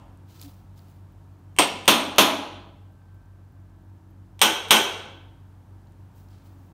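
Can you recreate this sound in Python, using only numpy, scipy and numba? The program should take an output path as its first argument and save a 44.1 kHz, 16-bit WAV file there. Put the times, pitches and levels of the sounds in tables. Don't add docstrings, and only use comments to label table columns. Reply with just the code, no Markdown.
import sys
import numpy as np
from scipy import signal
from scipy.fft import rfft, irfft
from scipy.io import wavfile
from scipy.ndimage import uniform_filter1d
from numba import njit

SR = 44100
rng = np.random.default_rng(int(sys.argv[2]) if len(sys.argv) > 2 else 0)


def natural_amplitude(level_db):
    exponent = np.asarray(level_db, float) / 20
    return 10 ** exponent


def generate_wav(signal):
    frames = np.transpose(np.atleast_2d(signal))
    scaled = np.clip(frames, -1, 1) * 32767
    pcm = np.round(scaled).astype(np.int16)
    wavfile.write(sys.argv[1], SR, pcm)


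N = 296793


def curve(table, size):
    hz, value = np.transpose(table)
    bins_hz = np.arange(size // 2 + 1) * SR / size
    return np.interp(np.log(bins_hz + 1), np.log(hz), value)


def causal(db, size):
    cepstrum = irfft(db * np.log(10) / 20, size)
    cepstrum[1:size // 2] *= 2
    cepstrum[size // 2 + 1:] = 0
    return irfft(np.exp(rfft(cepstrum)), size)


def unit(x):
    return x / np.sqrt(np.sum(x ** 2))


def even(x, spread):
    size = 2 * len(x)
    power = uniform_filter1d(abs(rfft(x, size)) ** 2, spread)
    db = 10 * np.log10(power + 1e-12)
    return unit(signal.fftconvolve(x, causal(-db, size))[:len(x)])


def noise(table, db):
    white = rfft(rng.standard_normal(N))
    x = irfft(white * natural_amplitude(curve(table, N)), N)
    return unit(x) * np.sqrt(N) * natural_amplitude(db)


def walk(rate_hz):
    hold = int(SR / rate_hz)
    steps = np.repeat(rng.standard_normal(N // hold + 1), hold)
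    return 2.2 * uniform_filter1d(uniform_filter1d(steps, hold), hold)[:N]


def modes(table, t):
    chance = rng.standard_normal((len(table), 2)) * [1.5, .0007]
    out = 0
    for (hz, db, t60), (more_db, detune) in zip(table, chance):
        fall = np.exp(-np.log(1000) * t / t60)
        out = out + natural_amplitude(db + more_db) * np.sin(2 * np.pi * hz * (1 + detune) * t) * fall
    return out


# (pitch_hz, level_db, partner_hz, cancel_s: when the two cancel)
HUM_BEATS = [
    (46.69, -65.9, 46.69, 0),
    (48.59, -58.7, 46.69, 3.466),
    (93.38, -50.2, 93.38, 0),
    (97.17, -59.0, 93.38, 3.244),
    (99.97, -58.8, 93.38, 3.2265),
]
FAINT_HUM_HZ = [73.79, 119.51, 145.76, 163.45, 186.79, 276.55, 323.25, 923.1, 1330.7, 1555, 1700.7]
FAINT_HUM_DB = [-67, -66, -62.5, -71.5, -65, -66.5, -68.5, -77.5, -85.5, -81.5, -84]
# (pitch_hz, level_db per Hz)
AIR_COLOUR = [(25, -19), (45, -4), (80, -5), (200, -9), (330, -12.5), (450, -20), (900, -19), (1600, -28),
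              (2100, -34), (5000, -41), (9000, -43.5), (10500, -45), (13000, -44), (15700, -46.5)]


def hum():
    t = np.arange(N) / SR
    out = 0
    for hz, db, partner, s in HUM_BEATS:
        turns = hz * (t - s) + partner * s + (s > 0) / 2
        out = out + natural_amplitude(db + 3.5) * np.cos(2 * np.pi * turns)
    for hz, db in zip(FAINT_HUM_HZ, FAINT_HUM_DB):
        level = natural_amplitude(db + 3 + 1.5 * walk(3))
        out = out + level * np.cos(2 * np.pi * (hz * t + rng.random()))
    return out + noise(AIR_COLOUR, -56) * natural_amplitude(.6 * walk(0.61))


# (pitch_hz, level_db, t60_s: time to fall by 60 dB)
PUNCH_RING = [(8489, 0, .06), (8492, -17, .3), (9921, -16, .05)]
# (pitch_hz, level_db under the blow, t60_s)
HEAD_RING = [(7522, -27.5, 0.067), (14650, -30.5, .15), (5700, -24, .08)]
# (pitch_hz, level_db under the blow, t60_s)
STRIP_CLANK = [(630, -18.5, .12), (806, -10.5, 0.2), (1086, -9.5, .1), (2320, -11.5, 0.034),
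               (2810, -15, 0.063), (3115, -9.5, 0.036), (3520, -6, 0.045), (5040, -9, 0.017)]
LEAD = SR // 2


def hammer(blows, body, rings):
    size = 8192
    out = np.zeros((2, N + LEAD + size))
    t, hz = np.arange(size) / SR, np.arange(size // 2 + 1) * SR / size
    lift = sum(db / (1 + (2 * (hz - f) / width) ** 2) for f, width, db in rings)
    for s, power_db, boom_db, bite_db, punch_db in blows:
        grains = rng.standard_normal(size) * natural_amplitude(7.4 * rng.standard_normal(size))
        chatter = unit(grains * np.exp(-t / 0.0028))
        rattle = unit(grains[::-1] * np.exp(-t / 0.0092))
        contact = natural_amplitude(4.5) * chatter + natural_amplitude(-2.0) * rattle
        contact[0] += natural_amplitude(-9.0)
        tilt = curve([(350, boom_db), (700, 0.0034), (1400, 0.0031), (2400, bite_db), (4000, bite_db),
                      (7000, -0.08)], size)
        response = causal(curve(body, size) + lift + tilt, size)
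        ring = unit(signal.fftconvolve(even(contact, spread=30), response)[:size])
        punch = natural_amplitude(punch_db) * modes(PUNCH_RING, t)
        start = LEAD + int(s * SR)
        blow = natural_amplitude(power_db) * (np.sqrt(.045 * SR) * ring + modes(HEAD_RING, t))
        out[0, start:start + size] += blow + natural_amplitude(-4.5) * punch
        swell = 1 - 0.52 * np.exp(-(t / 0.0016) ** 2)
        out[1, start:start + size] += punch * swell + natural_amplitude(power_db) * modes(STRIP_CLANK, t)
    return out


# (pitch_hz, t60_s)
SHED_RING = [(100, 1), (260, 0.89), (700, 0.8), (1840, 0.68), (3000, 0.67), (4200, 0.65), (6000, .5),
             (9000, 0.48), (12800, 0.35), (16000, 0.25)]
# (delay_s, level_db)
FIRST_ECHOES = [(.0018, -5.5), (.0055, 2.5), (.0085, 2), (0.01, -9.5), (0.019, -14.5), (.027, -18.5)]


def shed(direct_db, early_db, corner_db, corner_share, rise_s, rise_cycles):
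    t, bins = np.arange(SR) / SR, np.log2(np.arange(SR // 2 + 1) + 1)
    white, tail = rfft(rng.standard_normal(SR)), 0
    for octave in np.arange(6, 14.5, .5):
        hz = int(2 ** octave)
        share = np.clip(1 - 2 * abs(bins - octave), 0, 1)
        fall = np.log(1000) * t / curve(SHED_RING, SR)[hz]
        rise = 1 - np.exp(-t / (rise_s + rise_cycles / hz))
        corner = natural_amplitude(corner_db) * np.exp(-fall / corner_share)
        tail = tail + irfft(white * share, SR) * unit(rise * (np.exp(-fall) + corner))
    for s, db in FIRST_ECHOES:
        after = np.maximum(t - s, 0)
        burst = rng.standard_normal(SR) * (after > 0) * np.exp(-after / 0.00032)
        tail += natural_amplitude(early_db + db) * unit(burst)
    quick = signal.butter(1, 900, "high", fs=SR)
    return unit(tail + natural_amplitude(direct_db) * signal.lfilter(*quick, t == 0))


def heard(blows, body, rings, corner_db, corner_share):
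    sound, punch = hammer(blows, body, rings)
    room = shed(direct_db=-6.5, early_db=-13.5, corner_db=corner_db, corner_share=corner_share,
                rise_s=0.00095, rise_cycles=1.4)
    echoing = signal.fftconvolve(sound, even(room, spread=200))[:len(punch)]
    return (echoing + punch)[LEAD:LEAD + N]


# (start_s, power_db, frame_boom_db, strip_bite_db, punch_ring_db)
SEATING_BLOWS = [
    (1.5870, -9, -3.5, 0.6, -10.5),
    (1.6207, -25.5, -7.5, 2.3, -24.5),
    (-0.33, -17.5, -8.5, -10, -35),
]
# (pitch_hz, level_db per Hz)
SEATING_BODY = [(59, -52), (100, -21.5), (324, -3.5), (518, -6.5), (564, -3.5), (745, -7), (1070, -8),
                (1540, -17), (3250, -9), (3940, -17.5), (7980, -22), (8690, -22.5), (9270, -23.5),
                (15100, -30), (16500, -52.5)]
# (pitch_hz, width_hz, lift_db)
SEATING_RINGS = [(285, 90, 6.6), (710, 90, 2.9), (1000, 140, 7), (2190, 150, 5.1), (2680, 200, 6),
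                 (3246, 200, 1.2), (5440, 740, 3), (1330, 200, 3.4)]


def seating_blows():
    return heard(SEATING_BLOWS, SEATING_BODY, SEATING_RINGS, corner_db=10.5, corner_share=0.29)


# (start_s, peak_db)
DULL_TAPS = [(.397, -39), (.4135, -49), (0.4262, -34), (.480, -47), (.779, -51), (.793, -46.5),
             (5.872, -56)]
# (start_s, peak_db)
SHARP_SNAPS = [(.174, -50.5), (.4145, -34), (.4153, -27.5), (.4335, -34), (3.258, -62), (3.898, -63.5),
               (5.818, -62), (5.922, -53), (6.287, -52)]
# (start_s, peak_db)
FINE_CRACKLES = [(.132, -66), (.822, -60), (1.122, -59), (1.338, -64), (1.392, -60), (2.922, -60.5),
                 (3.144, -58), (3.522, -60), (3.822, -59.5), (4.108, -57), (5.153, -60), (6.158, -56),
                 (6.522, -62)]
# (low_hz, high_hz)
TICK_RANGES = [
    (3300, 5500),
    (3000, 15300),
    (13000, 16000),
]


def ticks():
    out, short = np.zeros(N), np.arange(600) / SR
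    for events, range_hz in zip((DULL_TAPS, SHARP_SNAPS, FINE_CRACKLES), TICK_RANGES):
        band = signal.butter(1, range_hz, "band", fs=SR, output="sos")
        for s, db in events:
            burst = rng.standard_normal(len(short)) * np.exp(-short / .0004)
            tick = signal.sosfilt(band, signal.sosfilt(band, burst))
            start = int(s * SR)
            out[start:start + len(short)] += natural_amplitude(db) * tick / abs(tick).max()
    return out


# (pitch_hz, level_db per Hz)
CLOTH_COLOUR = [(710, -6), (1200, -10), (1310, 0), (1400, -14), (2530, -10.5), (4080, -8), (9510, -19),
                (10400, -17.5), (15200, -11), (16000, -9)]
# (start_s, hold_s, level_db, fine_hiss_db over the level)
SLEEVE_STROKES = [
    (0.297, 0.074, -61, -6.5),
    (.412, 0.026, -56, -1),
    (0.774, 0.017, -64.5, -2.1),
    (0.884, .012, -73, -1),
    (6.158, .05, -71, 1),
    (6.317, .04, -63.5, -12),
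    (6.447, .06, -75, 2),
    (6.597, 0.074, -81, 2.1),
]


def rustle():
    rise_db_s, fall_db_s = 700, 115
    t, out = np.arange(N) / SR, 0
    cloth = noise(CLOTH_COLOUR, 1.5) * natural_amplitude(1.1 * walk(67) + 0.87 * walk(600))
    coarse = signal.sosfilt(signal.butter(4, 8000, fs=SR, output="sos"), cloth)
    fine = signal.sosfilt(signal.butter(4, 8000, "high", fs=SR, output="sos"), cloth)
    for s, hold_s, db, fine_db in SLEEVE_STROKES:
        under_db = rise_db_s * np.maximum(s - t, 0) + fall_db_s * np.maximum(t - s - hold_s, 0)
        out = out + natural_amplitude(db - under_db) * (coarse + natural_amplitude(fine_db + 4.0) * fine)
    return out


# (centre_s, level_db, pitch_hz, half_length_s)
HAND_THUD = [
    (0.466, -42.5, 282, 0.026),
    (0.48, -53, 140, 0.017),
    (0.46, -63, 720, 0.041),
]


def thud():
    t, out = np.arange(N) / SR, 0
    for s, db, hz, half in HAND_THUD:
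        out = out + natural_amplitude(db) * np.exp(-((t - s) / half) ** 2) * np.sin(2 * np.pi * hz * t)
    return out


# (start_s, level_db)
REBOUNDS = [
    (1.6199, 1.5),
    (4.7664, -2.5),
]
# (pitch_hz, level_db, t60_s)
REBOUND_CLACK = [(2200, -8, .018), (3050, -5, .018), (3450, -7, .016), (5700, -13, .012), (9900, -16, .012)]


def bounces():
    out, t = np.zeros(N), np.arange(2000) / SR
    for s, db in REBOUNDS:
        start = int(s * SR)
        out[start:start + len(t)] += natural_amplitude(db) * modes(REBOUND_CLACK, t) * (1 - np.exp(-t / .001))
    return out


# (start_s, power_db, frame_boom_db, strip_bite_db, punch_ring_db)
NEAR_BLOWS = [
    (1.8787, -4.5, 1, 1, -9),
    (2.1830, -3.5, 0.5, 0, -29.5),
]
# (pitch_hz, level_db per Hz)
NEAR_BODY = [(59, -47.5), (100, -24.5), (230, -4.5), (456, -6.5), (628, -4.5), (778, -6), (1030, -5),
             (1950, -12.5), (3540, -6.5), (4880, -20), (6180, -12), (7980, -24.5), (12500, -16.5),
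             (15500, -25.5), (16500, -59.5)]
# (pitch_hz, width_hz, lift_db)
NEAR_RINGS = [(235, 40, 0), (280, 87, 3), (624, 100, 3.5), (825.5, 80, 2.5), (1020, 90, 4.5),
              (1340, 220, 3), (2670, 300, 5), (3252, 250, 3.5), (4400, 500, 3.5), (9560, 600, 6.5),
              (11000, 700, -8), (13910, 700, -3.5)]


def near_blows():
    return heard(NEAR_BLOWS, NEAR_BODY, NEAR_RINGS, corner_db=7.5, corner_share=0.4)


# (start_s, power_db, frame_boom_db, strip_bite_db, punch_ring_db)
FAR_BLOWS = [
    (4.4157, -7, -0.66, 0.11, -7.5),
    (4.7076, -4, 1.1, 0.1, -8.5),
    (4.7670, -23.5, -0.8, 0.1, -21.5),
]
# (pitch_hz, level_db per Hz)
FAR_BODY = [(59, -60.5), (100, -26), (225, -5), (262, -7.5), (410, -6.5), (699, -5), (865, 0), (1750, -9.5),
            (2990, -1), (4880, -14.5), (6050, -8), (7650, -19), (12500, -14), (15500, -22), (16500, -45.5)]
# (pitch_hz, width_hz,
# lift_db)
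FAR_RINGS = [(400, 35, 5), (844, 38, 2), (1150, 220, 1), (1517, 87, 7.5), (2297, 60, 3.5),
             (2780, 100, -0.5), (3277, 200, 6.5), (3800, 300, 4), (4500, 400, -3.5), (9500, 600, 3),
             (10760, 700, -6.5), (13900, 790, -5)]


def far_blows():
    return heard(FAR_BLOWS, FAR_BODY, FAR_RINGS, corner_db=5.5, corner_share=0.37)


def scene():
    blows = seating_blows() + bounces() + near_blows() + far_blows()
    close = ticks() + rustle() + thud()
    return (hum() + close + blows)[None]


@njit
def follow(x, attack, release):
    e, out = 0., np.empty(len(x))
    for i in range(len(x)):
        e += (x[i] - e) * (attack if x[i] > e else release)
        out[i] = e
    return out


def pre_echo(x, whole_db, half_db, ring_db):
    ahead = 1000
    quick = uniform_filter1d(abs(x), 40) + 1e-9
    lagging = signal.lfilter([.004], [1, .004 - 1], quick)
    attack = x * np.clip(1.15 - lagging / quick, .1, 1)
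    attack = np.pad(attack, ((0, 0), (0, ahead)))
    leak = natural_amplitude(whole_db) * attack[:, ahead:] + natural_amplitude(half_db) * attack[:, ahead // 2:ahead // 2 + N]
    band = signal.butter(1, [3060, 3130], "band", fs=SR)
    ring = signal.lfilter(*band, x[:, ::-1])[:, ::-1]
    return x + leak + natural_amplitude(ring_db) * ring


def low_pass(x):
    return signal.sosfilt(signal.butter(12, 16790, fs=SR, output="sos"), x)


def record(dry):
    x = signal.sosfilt(signal.ellip(8, .2, 45, 15700, fs=SR, output="sos"), dry)
    felt = follow(abs(x[0]), 1 / (0.0012 * SR), 1 / (.12 * SR))
    x = x * np.minimum(1, natural_amplitude(-20.5) / (felt + 1e-9)) ** 0.28
    x = .93 * np.tanh(x / .93)
    x = signal.sosfilt(signal.butter(4, 41, "high", fs=SR, output="sos"), x)
    x = signal.sosfilt(signal.butter(14, 16200, fs=SR, output="sos"), x)
    fade_s = .009
    x = x * np.clip(np.arange(N, 0, -1) / (fade_s * SR), 0, 1)
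    mix = pre_echo(x, whole_db=-32.0, half_db=-39.0, ring_db=-10.0)
    return low_pass(mix)


dry = scene()
out = record(dry)
generate_wav(out)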